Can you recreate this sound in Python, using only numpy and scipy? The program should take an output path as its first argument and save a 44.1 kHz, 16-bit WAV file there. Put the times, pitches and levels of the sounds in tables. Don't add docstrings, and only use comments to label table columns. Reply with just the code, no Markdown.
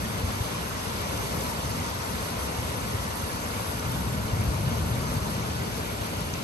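import sys
import numpy as np
from scipy import signal
from scipy.fft import rfft, irfft, next_fast_len
from scipy.io import wavfile
from scipy.ndimage import uniform_filter1d

SR = 44100
rng = np.random.default_rng(int(sys.argv[2]) if len(sys.argv) > 2 else 0)


def transcribe(u):
    v = np.clip(np.atleast_2d(u).T, -1, 1)
    q = np.round(v * 32767).astype(np.int16)
    wavfile.write(sys.argv[1], SR, q)


N = 283953
SIZE = next_fast_len(N)
HZ = np.maximum(np.arange(SIZE // 2 + 1) * SR / SIZE, 1)


def from_db(db):
    return 10 ** (np.asarray(db) / 20)


def rms_one(x):
    return x / np.sqrt(np.mean(x ** 2) + 1e-20)


def in_time(rows):
    s, *columns = np.transpose(rows)
    return [np.interp(np.arange(N) / SR, s, column) for column in columns]


def in_pitch(rows):
    hz, *columns = np.transpose(rows)
    return [np.interp(np.log(HZ), np.log(hz), column) for column in columns]


def drift(rate_hz):
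    r = np.exp(-80 * np.pi * rate_hz / SR)
    noise = rng.standard_normal(N // 40 + 2002)
    slow = signal.lfilter([1], [1, -2 * r, r * r], noise)[2000:]
    return np.interp(np.arange(N) / 40, np.arange(len(slow)), rms_one(slow))


def late(ms):
    return np.exp(-2j * np.pi * HZ * ms / 1000)


def impacts(per_s, spread_db):
    size_db = spread_db * np.minimum(rng.exponential(1, N), 5)
    sizes = from_db(size_db) * rng.choice([-1, 1], N)
    return rms_one(sizes * (rng.random(N) < per_s / SR))


def low_noise(spectrum, alike, left_db, lead_ms, even):
    common, left, right = rfft(rng.standard_normal((3, N)), SIZE) * from_db(in_pitch(spectrum)[0])
    alike = np.clip(alike, 0, 1)
    left = np.sqrt(alike) * common + np.sqrt(1 - alike) * left
    right = np.sqrt(alike) * common * late(lead_ms) + np.sqrt(1 - alike) * right
    pair = irfft(np.array([left, right]), SIZE)[:, :N]
    power = uniform_filter1d(np.mean(pair ** 2, axis=0), size=2000)
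    power = uniform_filter1d(power, size=2000)
    steadied = rms_one(pair / power ** (even / 2))
    return steadied * from_db([[left_db / 2], [-left_db / 2]])


DRONE_SURGE_DB = 1.43
# t/s, level/dB
DRONE_COURSE = [(0, -34.5), (.6, -37.5), (1.1, -35.5), (1.7, -35.5), (2.3, -36.5), (2.8, -33.5),
                (3.4, -35.5), (5.7, -36.5), (6.44, -34.5)]
# (per Hz, relative)
DRONE_COLOUR = [(15, -52), (25, -30), (36, -14.5), (59, -1), (118, -2), (145, -8.5), (165, -2.5),
                (192, -6.5), (221, -3), (330, -16), (430, -56), (730, -120)]


def traffic_drone():
    level_db, = in_time(DRONE_COURSE)
    drone = low_noise(DRONE_COLOUR, alike=0.92, left_db=0.5, lead_ms=0.4, even=0.27)
    return from_db(level_db + DRONE_SURGE_DB * drift(3.5)) * drone


ROLL_ATTACK_S, ROLL_RELEASE_S = 0.058, 0.032
ROLL_SAG_DB_PER_S, RUMBLE_BED_DB = 9.5, -39.5
# start t/s, length/s, time from start to sag/s, level/dB (before the sag)
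RUMBLE_ROLLS = [(3.82, 0.47, .25, -31), (4.307, 1.34, 0.56, -29.5)]


def rolls():
    t, power = np.arange(N) / SR, from_db(RUMBLE_BED_DB) ** 2
    for s, length, hold, level_db in RUMBLE_ROLLS:
        age = t - s
        gate = np.clip(age / ROLL_ATTACK_S, 0, 1) * np.clip((length - age) / ROLL_RELEASE_S, 0, 1)
        sag_db = ROLL_SAG_DB_PER_S * np.maximum(age - hold, 0)
        power = power + (gate * from_db(level_db - sag_db)) ** 2
    return np.sqrt(power)


# (per Hz, relative)
RUMBLE_COLOUR = [(15, -53), (25, -25), (40, -31), (52, -4), (85, -0.5), (115, 1), (150, -2.5), (205, -7.5),
                 (255, -14), (290, -26), (330, -19), (430, -35), (730, -120)]


def rumble():
    return rolls() * low_noise(RUMBLE_COLOUR, alike=0.96, left_db=2.2, lead_ms=0.31, even=0.8)


PULSE_CYCLES, PULSE_LEFT_DB, PULSE_LEAD_S = .8, 2, 0.0004
# middle t/s, level/dB (before the fade and the left-right split), f/Hz
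LOW_PULSES = [(0.155, -25, 100), (0.242, -21.5, 83), (0.273, -29, 85), (0.41, -21.5, 105),
              (.875, -22.5, 100), (1.806, -29, 110), (2.498, -25, 125), (2.595, -26, 90), (2.95, -23, 105),
              (3.237, -26, 94), (4.075, -27, 85), (4.338, -19, 105), (4.409, -20, 95), (4.486, -18.5, 67.6),
              (4.676, -19, 120), (4.918, -22, 110), (5.009, -23, 95), (5.173, -23, 130), (5.622, -24, 100),
              (6.017, -24.5, 115)]


def low_pulses():
    out, reach = np.zeros((2, N)), 2000
    t = np.arange(-reach, reach) / SR - np.array([[0], [PULSE_LEAD_S]])
    tilt_db = np.array([[.5], [-.5]]) * PULSE_LEFT_DB
    for s, level_db, hz in LOW_PULSES:
        shape = -np.sin(2 * np.pi * hz * t) * np.exp(-(t * hz / PULSE_CYCLES) ** 2)
        middle = round(s * SR)
        out[:, middle - reach:middle + reach] += from_db(level_db + tilt_db) * shape
    return out


RINGS_DB, RING_CYCLES = -44.5, 310


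def faint_rings():
    hits, dealt, out = impacts(900, 2.7), rng.integers(0, 48, N), np.zeros((2, N))
    for k, hz in enumerate(np.geomspace(900, 9000, 48)):
        r, w = from_db(-60 * hz / RING_CYCLES / SR), 2 * np.pi * hz / SR
        struck = hits * (dealt == k) + 1e-18
        ring = signal.lfilter([np.sin(w)], [1, -2 * r * np.cos(w), r * r], struck)
        out[k % 2] += ring
        out[1 - k % 2] += 0.12 * np.roll(ring, 20)
    return from_db(RINGS_DB) * rms_one(out)


DROP_RISE_S = .0002
# t/s, level/dB (before rise, fade and left-right split), ring f/Hz,
# cycles to fade by 60 dB, left minus right level/dB
BIG_DROPS = [(1.1762, -22, 6040, 22, 7), (1.1765, -21, 11100, 22, 0), (1.4087, -20, 6550, 22, -3),
             (1.5095, -20, 11100, 22, 0), (1.801, -24, 6540, 22, 7), (3.1574, -17, 11000, 22, 0),
             (3.7958, -24, 4680, 16, 7), (3.7962, -22, 5900, 30, 2), (3.919, -16, 11100, 22, -1),
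             (4.4104, -19, 11000, 22, 0), (5.14, -15, 10600, 19, 5), (5.169, -37, 4500, 190, 0),
             (6.168, -21, 10900, 16, 3), (6.2074, -16, 10900, 16, 4), (6.3378, -27, 6100, 34, 14),
             (6.3392, -26, 5100, 25, 11), (6.3408, -25, 6000, 30, 6)]


def drops():
    reach = 1500
    out, t = np.zeros((2, N + reach)), np.arange(reach) / SR
    for s, level_db, hz, cycles, left_db in BIG_DROPS:
        lag = .00034 if hz > 8000 else -.00047
        ports = [(max(lag, 0), left_db / 2), (max(-lag, 0), -left_db / 2)]
        start = round(s * SR)
        for port, (delay, gain_db) in enumerate(ports):
            age = np.maximum(t - delay, 0)
            ring = np.sin(2 * np.pi * hz * age) * np.minimum(age / DROP_RISE_S, 1)
            fading_db = level_db + gain_db - 60 * age * hz / cycles
            out[port, start:start + reach] += ring * from_db(fading_db)
    return out[:, :N]


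BANDS = 27
# t/s,
# level/dB near 650 Hz, near 1200 Hz, near 1500 Hz, near 1800 Hz, near 2400 Hz, near 5000 Hz, near 11000 Hz
SHOWER_COURSE = [(0, -43.5, -44.5, -44.5, -43.5, -47, -45.5, -47.5),
                 (.8, -43, -43, -43.5, -45.5, -47, -44.5, -47),
                 (1.4, -41.5, -42, -44.5, -44.5, -46.5, -44, -45.5),
                 (1.9, -44, -42.5, -45.5, -43, -48.5, -44, -47),
                 (2.5, -42, -43.5, -45.5, -46, -46.5, -45, -46.5),
                 (3.1, -43.5, -43.5, -44.5, -45, -48, -45.5, -47),
                 (3.7, -43, -44.5, -43, -46.5, -47.5, -45.5, -46.5),
                 (4.6, -42.5, -45, -43, -48.5, -47, -47, -48),
                 (5.3, -42.5, -44.5, -44.5, -47, -48.5, -45.5, -47.5),
                 (5.9, -42.5, -47.5, -44, -48.5, -46.5, -46.5, -48),
                 (6.44, -44, -46.5, -45.5, -51, -45.5, -46.5, -48.5)]
SHOWER_PITCHES = [650, 1200, 1500, 1800, 2400, 5000, 11000]


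def patchy(x, gust_db, flicker_db):
    levels = np.array(in_time(SHOWER_COURSE))
    levels -= levels.mean(axis=1, keepdims=True)
    gust, dealt = gust_db * drift(11.2), rng.integers(0, BANDS, N)
    out = np.zeros(len(HZ), complex)
    centres = np.geomspace(300, 13000, BANDS)
    place = np.interp(np.log(HZ), np.log(centres), np.arange(BANDS))
    for k, centre in enumerate(centres):
        steer = [np.interp(np.log(centre), np.log(SHOWER_PITCHES), row)
                 for row in np.eye(len(SHOWER_PITCHES))]
        mine, hits, near = np.flatnonzero(dealt == k), np.zeros(N), abs(place - k) < 1
        flicker = flicker_db * drift(17.0)[mine] * min(0.17 + k / 18, 1)
        hits[mine] = x[mine] * from_db(steer @ levels[:, mine] + gust[mine] + flicker)
        overlap = np.sqrt(BANDS * (1 - abs(place[near] - k)))
        out[near] += rfft(hits, SIZE)[near] * overlap
    return out


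def wash(share):
    return [np.sqrt(share) * patchy(impacts(44000, 1.03), 0.62, 2.1) for port in "LR"]


# f/Hz, share of power 0-1 (before the top fades), lead of the left port/ms
STREET_RAIN = [(250, 0.71, 0.24), (394, 0.21, 0.47), (570, 0.6, 0.24), (850, 0.54, 0.58),
               (1100, 0.13, 0.39), (1250, 0, 0.33), (1426, 0.08, 0.35), (1560, 0.82, 0.4),
               (1900, 0.52, 0.32), (2400, 0.27, 0.46), (3200, 0.39, .45), (4000, 0.27, 0.46),
               (6100, 0.34, 0.494), (6640, 0.54, 0.492), (6870, 0.02, 0.48), (8960, 0, 0.543)]


def street_hiss():
    share, lead_ms = in_pitch(STREET_RAIN)
    share = np.clip(share * np.clip(9500 / HZ, 0, 1) ** 20, 0, 1)
    return share, lead_ms, np.sqrt(share) * patchy(impacts(44000, 1.65), 0.75, 2.4)


# f/Hz, share of power 0-1 (at most what the street leaves, fading below 1000 Hz),
# lead of the right port/ms
CLOSE_SPATTER = [(1000, .1, .25), (2000, .08, .18), (3700, .14, .2), (6000, .14, .28), (7300, .08, .37),
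                 (7700, .42, .378), (8050, .5, .367), (8400, .3, .355), (8800, .86, .341), (9200, .7, .348),
                 (9550, .76, .355), (9720, .97, .36), (10050, .998, .348), (10330, .998, .339),
                 (10750, .9, .336), (11750, .89, .34), (13000, .95, .325)]


def spatter_near(street_share):
    share, lead_ms = in_pitch(CLOSE_SPATTER)
    share = np.clip(share * np.clip(HZ / 1000, 0, 1), 0, 1 - street_share)
    return share, lead_ms, np.sqrt(share) * patchy(impacts(44000, 0.83), 1.0, 0.7)


# f/Hz, level/dB (per Hz, before the bass fades),
# left minus right level/dB
RAIN_COLOUR = [(250, -66, -2.5), (348, -66.5, 0.5), (440, -63, 5.5), (520, -65, 3), (660, -66.5, 2),
               (860, -66, 4), (923, -64, 4.5), (1034, -66.0, 4), (1215, -71, 6), (1470, -69.5, 0.5),
               (1600, -72.5, -1), (1800, -73, 0), (2290, -75, -3), (2620, -76, 0), (2780, -75, -2),
               (3400, -77, 0.5), (4070, -78, -1), (5200, -78, 3), (6160, -79.5, 3.5), (6700, -79.5, 3.5),
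               (7000, -84.5, 2), (7300, -84, 0), (7750, -82.5, 2), (8150, -82, 0), (8700, -84.0, 2),
               (9540, -79, 0.5), (11100, -76, 1), (11520, -77.5, 1), (12020, -83, -4), (12600, -87.0, 0),
               (12950, -96.5, -2)]


def rain():
    level_db, left_db = in_pitch(RAIN_COLOUR)
    street_share, street_ms, street = street_hiss()
    spatter_share, spatter_ms, spatter = spatter_near(street_share)
    left, right = wash(1 - street_share - spatter_share)
    left = left + street + spatter * late(spatter_ms)
    right = right + street * late(street_ms) + spatter
    colour = from_db(level_db) * np.sqrt(SR / 2) * np.clip(HZ / 280, 0, 1) ** 3
    pair = np.array([left * from_db(left_db / 2), right * from_db(-left_db / 2)])
    return irfft(colour * pair, SIZE)[:, :N]


def scene():
    return traffic_drone() + rumble() + low_pulses() + faint_rings() + drops() + rain()


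BASS_CUT_HZ, NARROW_HZ, CUTOFF_HZ = 25, 11700, 13050


def record(dry):
    mid, side = (dry[0] + dry[1]) / 2, (dry[0] - dry[1]) / 2
    narrow = signal.ellip(10, .2, 18, NARROW_HZ, fs=SR, output="sos")
    side = signal.sosfiltfilt(narrow, side)
    bass = signal.butter(2, BASS_CUT_HZ, "high", fs=SR, output="sos")
    top = signal.ellip(10, .3, 70, CUTOFF_HZ, fs=SR, output="sos")
    return signal.sosfilt(np.vstack([bass, top]), np.array([mid + side, mid - side]))


dry = scene()
out = record(dry)
transcribe(out)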